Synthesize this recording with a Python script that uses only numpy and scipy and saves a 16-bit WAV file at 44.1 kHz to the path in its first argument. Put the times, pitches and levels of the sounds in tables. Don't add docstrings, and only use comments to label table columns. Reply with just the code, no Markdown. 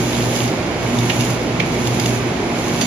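import sys
import numpy as np
from scipy import signal
from scipy.fft import rfft, irfft, next_fast_len
from scipy.io import wavfile
from scipy.ndimage import map_coordinates

SR = 44100
rng = np.random.default_rng(int(sys.argv[2]) if len(sys.argv) > 2 else 0)


def dump(signal):
    limited = np.clip(np.atleast_2d(signal).T, -1, 1)
    pcm = np.round(limited * 32767).astype(np.int16)
    wavfile.write(sys.argv[1], SR, pcm)


N = 126126


def amp(db):
    return 10 ** (np.asarray(db) / 20)


def unit(x):
    return x / np.sqrt(np.mean(x ** 2) + 1e-20)


def along(points, hz):
    f, v = np.transpose(points)
    return np.interp(np.log(hz + 1), np.log(f + 1), v)


def clock():
    return np.arange(N) / SR


def over_time(points, period_s=None):
    return np.interp(clock(), *np.transpose(points), period=period_s)


def wobble(knots_per_s):
    return map_coordinates(rng.standard_normal(256), [clock() * knots_per_s], mode="wrap")


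def filtered(x, response):
    m = next_fast_len(N + SR // 2)
    spectrum = rfft(x, m) * response(np.fft.rfftfreq(m, 1 / SR))
    return irfft(spectrum, m)[..., :N]


def resonance(f, hz, width_hz):
    return 1j * f * width_hz / (hz * hz - f * f + 1j * f * width_hz)


def coloured(points):
    return lambda f: amp(along(points, f))


def noise():
    return rng.standard_normal((2, N))


# frequency in Hz, correlation -1..1.
LIKENESS = [(60, .99), (110, .99), (200, .95), (380, .87), (700, .77), (1290, .27), (2400, .1), (5000, .3),
            (10000, .45), (13000, .1)]
# frequency in Hz, left over right in dB.
BALANCE = [(60, -1.4), (300, -1.5), (700, -3), (1400, -3.2), (2250, -5.5), (3300, -3.5), (4600, -1),
           (6500, -4), (12000, -6.5)]


def spread(pair, colour):
    turn = lambda f: np.arccos(np.clip(along(LIKENESS, f), -1, 1)) / 2
    mid, side = filtered(pair, lambda f: colour(f) * np.array([np.cos(turn(f)), np.sin(turn(f))]))
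    balance = lambda f: amp(np.outer([.5, -.5], along(BALANCE, f)))
    return unit(filtered(np.array([mid + side, mid - side]), balance))


WAVER_KNOTS_PER_S = 15


def tone(hz, unsteady=0):
    waver = 1 + unsteady * (wobble(WAVER_KNOTS_PER_S) + 1j * wobble(WAVER_KNOTS_PER_S))
    sides = np.array([[.5], [-.5]])
    apart_rad = sides * np.arccos(along(LIKENESS, hz)) * rng.choice([-1, 1])
    phase_rad = 2 * np.pi * (hz * clock() + rng.random()) + apart_rad
    wave = np.real(waver * np.exp(1j * phase_rad))
    return unit(wave * amp(sides * along(BALANCE, hz)))


def burst(start_s, rise_s, t60_s):
    t = np.maximum(clock() - start_s, 0)
    shape = (1 - np.exp(-(t / rise_s) ** 2)) * amp(-60 * t / t60_s)
    return shape / (shape.max() + 1e-12)


# frequency in Hz, relative density in dB per Hz.
RUMBLE_COLOUR = [(20, -34), (27, -22), (36, -26), (52, -14.5), (80, -12.5), (105, -7), (167, -2.5),
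                 (210, -4), (330, -5.5), (420, -7.5), (520, -9.5), (690, -10), (1240, -17.5), (1650, -19.5),
                 (2300, -18.5), (2780, -22.5), (6370, -30.5), (10000, -38), (15000, -59)]
RUMBLE_DB = -20.5
# frequency in Hz, width in Hz, rms level in dB.
GEAR_WHINE = [(2197, 36, -41.5), (2270, 130, -42), (2777, 40, -51), (4622, 30, -53), (6390, 60, -52)]


def drive():
    level_db = RUMBLE_DB + 0.16 * wobble(6.88)
    out = amp(level_db) * spread(noise(), coloured(RUMBLE_COLOUR))
    for hz, width_hz, db in GEAR_WHINE:
        out += amp(db) * spread(noise(), lambda f: resonance(f, hz, width_hz))
    return out


# time in seconds, level in dB before HUM_GAIN_DB.
HUM_SWELL = [(0.0, -22.5), (0.12, -24.5), (0.25, -18), (0.36, -30), (0.45, -16), (0.54, -37), (0.6, -26),
             (0.72, -42), (0.86, -19.5), (0.91, -32), (1.0, -14.5), (1.13, -26.5), (1.2, -16.5),
             (1.26, -27), (1.34, -17.5), (1.47, -41), (1.53, -21), (1.64, -30), (1.92, -17), (1.99, -22),
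             (2.13, -19.5), (2.29, -26), (2.36, -45), (2.86, -24.5)]
# time in seconds, level in dB before OCTAVE_GAIN_DB.
OCTAVE_SWELL = [(0.0, -29), (0.26, -25), (0.72, -40.5), (0.94, -23.5), (1.11, -34.5), (1.22, -22.5),
                (1.35, -47), (1.47, -29), (2.25, -27), (2.3, -40), (2.33, -39), (2.86, -27)]
HUM_HZ, HUM_GAIN_DB, OCTAVE_GAIN_DB = 120.05, -2.5, 1
HUM_WAVER, OCTAVE_WAVER = .07, .16
# frequency in Hz, rms level in dB, unsteadiness 0-1.
DRIVE_TONES = [(58.5, -40.5, 0.2), (306, -39, 1), (335, -37, 1), (360.8, -33, 0.75), (392.8, -38, 1),
               (481.3, -42, 0.76), (834, -43.5, 0.3), (5070, -67, 0.6), (7090, -57, 1)]


def motor():
    hum = amp(HUM_GAIN_DB + over_time(HUM_SWELL)) * tone(HUM_HZ, HUM_WAVER)
    octave = amp(OCTAVE_GAIN_DB + over_time(OCTAVE_SWELL)) * tone(2 * HUM_HZ, OCTAVE_WAVER)
    others = sum(amp(db) * tone(hz, unsteady) for hz, db, unsteady in DRIVE_TONES)
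    return hum + octave + others


# seconds into the turn, relative level in dB.
PEEL_TURN = [(0, -6.5), (.12, -3.5), (.25, -1.5), (.36, 1), (.45, -0.5), (.52, -9.5), (.68, -15.5),
             (.78, -17.5)]
# time in seconds, relative level in dB.
OPENING_SWELL = [(0, 5), (.22, 1.5), (.85, -.5), (2.0, -1), (2.86, -0.5)]
# frequency in Hz, relative density in dB per Hz.
SIZZLE_COLOUR = [(500, -32), (1500, -2), (3000, 5), (4300, 2), (5700, 2.5), (6500, 8), (7500, 2.5),
                 (9300, -4), (10400, 2), (12500, -7.5), (15000, -11.5)]
ROLL_TURN_S, SIZZLE_DB = 0.854, -28
GRAINS_PER_S, GRAIN_SPREAD_DB, GRAIN_POWER_SHARE = 1100, 1.5, 0.3
CRINKLES_PER_S, CRINKLE_DB, CRINKLE_HZ = 60, -36, 3200


def peel():
    effort_db = over_time(PEEL_TURN, ROLL_TURN_S) + over_time(OPENING_SWELL)
    grains = (rng.random(N) < GRAINS_PER_S / SR) * amp(GRAIN_SPREAD_DB * rng.standard_normal(N))
    grainy = np.sqrt(GRAIN_POWER_SHARE) * unit(grains * noise())
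    smooth = np.sqrt(1 - GRAIN_POWER_SHARE) * noise()
    sizzle_db = SIZZLE_DB + effort_db + 0.91 * wobble(40.17)
    sizzle = amp(sizzle_db) * spread(grainy + smooth, coloured(SIZZLE_COLOUR))
    folds = signal.fftconvolve(rng.random(N) < CRINKLES_PER_S / SR, burst(0, .0003, .01))[:N]
    crinkles = spread(folds * noise(), lambda f: resonance(f, CRINKLE_HZ, CRINKLE_HZ) ** 3)
    return sizzle + amp(CRINKLE_DB + effort_db) * crinkles


# start in seconds, level in dB, tilt above 2 kHz in dB per octave.
CRACKLE_EVENTS = [(.357, -25, 2), (.3865, -24, -1), (.4165, -26, -2), (.4765, -26, -2), (.828, -30, 4),
                  (.9865, -18.5, -2), (1.198, -24, -3), (1.2067, -17, -1), (1.248, -27, 0),
                  (1.3004, -24, 3), (1.43, -32, 1), (1.658, -30, 6), (1.8705, -18, 3), (1.9968, -15, -2),
                  (2.0578, -17, -1), (2.6803, -25, 2)]
# frequency in Hz, relative level in dB.
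SHEET_MODES = [(2200, -5), (2790, 1), (3570, 0), (4850, 0), (6370, -3), (6900, -7)]
CRACKLE_RISE_S, CRACKLE_T60_S = .0014, .03
RING_OVER_RIP_DB, MODE_WIDTH_HZ = 0, 30


def crackles():
    sizzle = spread(noise(), coloured(SIZZLE_COLOUR))
    sheet = lambda f: sum(amp(level) * resonance(f, hz, MODE_WIDTH_HZ) for hz, level in SHEET_MODES)
    out = np.zeros((2, N))
    for start_s, db, tilt_db in CRACKLE_EVENTS:
        rip = unit(filtered(sizzle, lambda f: amp(tilt_db * np.log2(np.maximum(f, 2000) / 2000))))
        ring = spread(noise(), sheet)
        envelope = burst(start_s, CRACKLE_RISE_S, CRACKLE_T60_S)
        out += amp(db) * envelope * unit(rip + amp(RING_OVER_RIP_DB) * ring)
    return out


# frequency in Hz, level at the top of the swell in dB.
SQUEAK_PARTIALS = [(4420, -42), (4996, -39), (5755, -41.5), (6589, -42)]
SQUEAK_START_S, SQUEAK_LENGTH_S = .452, .055


def squeak():
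    progress = np.clip((clock() - SQUEAK_START_S) / SQUEAK_LENGTH_S, 0, 1)
    return np.sin(np.pi * progress) * sum(amp(db) * tone(hz) for hz, db in SQUEAK_PARTIALS)


# start in seconds, chirp level in dB, pitch in Hz,
# crack over chirp in dB, flutter over chirp in dB.
SNAP_EVENTS = [(1.096, -16.5, 2650, .5, -6.5), (1.5968, -12, 2300, -7.5, -20)]
# frequency in Hz, relative density in dB per Hz.
CRACK_COLOUR = [(700, -30), (1300, -7), (1800, 2), (3400, -1), (4600, -8), (6500, -8), (8000, -25),
                (14000, -38)]
CRACK_RISE_S, CRACK_T60_S = .0015, .04
CHIRP_DELAY_S, CHIRP_RISE_S, CHIRP_T60_S, CHIRP_WIDTH_HZ = .003, .0025, .026, 900
FLUTTER_ROUGH_DB, FLUTTER_T60_S = 3, .17


def snaps():
    out = np.zeros((2, N))
    for start_s, db, hz, crack_db, flutter_db in SNAP_EVENTS:
        chirp_s = start_s + CHIRP_DELAY_S
        crack = spread(noise(), coloured(CRACK_COLOUR)) * burst(start_s, CRACK_RISE_S, CRACK_T60_S)
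        hiss = spread(noise(), lambda f: resonance(f, hz, CHIRP_WIDTH_HZ) * resonance(f, hz, hz))
        chirp = unit(.5 * tone(hz) + hiss) * burst(chirp_s, CHIRP_RISE_S, CHIRP_T60_S)
        rough = spread(noise(), lambda f: resonance(f, hz, hz) ** 2) * amp(FLUTTER_ROUGH_DB * wobble(300))
        flutter = unit(rough) * burst(chirp_s, CHIRP_RISE_S, FLUTTER_T60_S)
        out += amp(db) * (chirp + amp(crack_db) * crack + amp(flutter_db) * flutter)
    return out


# frequency in Hz, relative level in dB, t60 in seconds.
STEEL_MODES = [(2745, -6, .08), (3575, -9, .15), (4624, -4, .28), (6008, -4, .15), (6164, -8, .12),
               (6420, 1, .05), (6675, -3, .3), (9518, -12, .07)]
CLINK_START_S, CLINK_RISE_S, CLINK_DB = 2.8085, .003, -24.5
SCRAPE_GAIN_DB, SCRAPE_T60_S = 7, .098


def clink():
    ring = sum(amp(db) * burst(CLINK_START_S, CLINK_RISE_S, t60_s) * tone(hz) for hz, db, t60_s in STEEL_MODES)
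    scrape = spread(noise(), lambda f: resonance(f, 3300, 6500) ** 3)
    scrape = scrape * burst(CLINK_START_S, CLINK_RISE_S, SCRAPE_T60_S)
    return amp(CLINK_DB) * (ring + amp(SCRAPE_GAIN_DB) * scrape)


HALL_T60_S, HALL_DB = 0.35, -6.5


def hall(x):
    t = np.arange(SR // 2) / SR
    tail = rng.standard_normal((2, len(t))) * amp(-60 * t / HALL_T60_S) * (t > .006)
    return signal.fftconvolve(x, tail / np.linalg.norm(tail[0]), axes=1)[:, :N]


def scene():
    sharp = crackles() + snaps() + clink()
    return drive() + motor() + peel() + squeak() + sharp + amp(HALL_DB) * hall(sharp)


# centre in Hz, half-width scale in Hz.
TREBLE_DIPS = [(7920, 367), (8780, 498), (11700, 370)]
TOP_HZ, LEFT_LAG_S = 15300, .000062


def record(dry):
    dips = lambda f: np.prod([1 - np.exp(-((f - hz) / width_hz) ** 4) for hz, width_hz in TREBLE_DIPS], axis=0)
    lag = lambda f: np.exp(-2j * np.pi * np.outer([LEFT_LAG_S, 0], f))
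    return filtered(dry, lambda f: lag(f) * dips(f) * (f < TOP_HZ))


dry = scene()
out = record(dry)
dump(out)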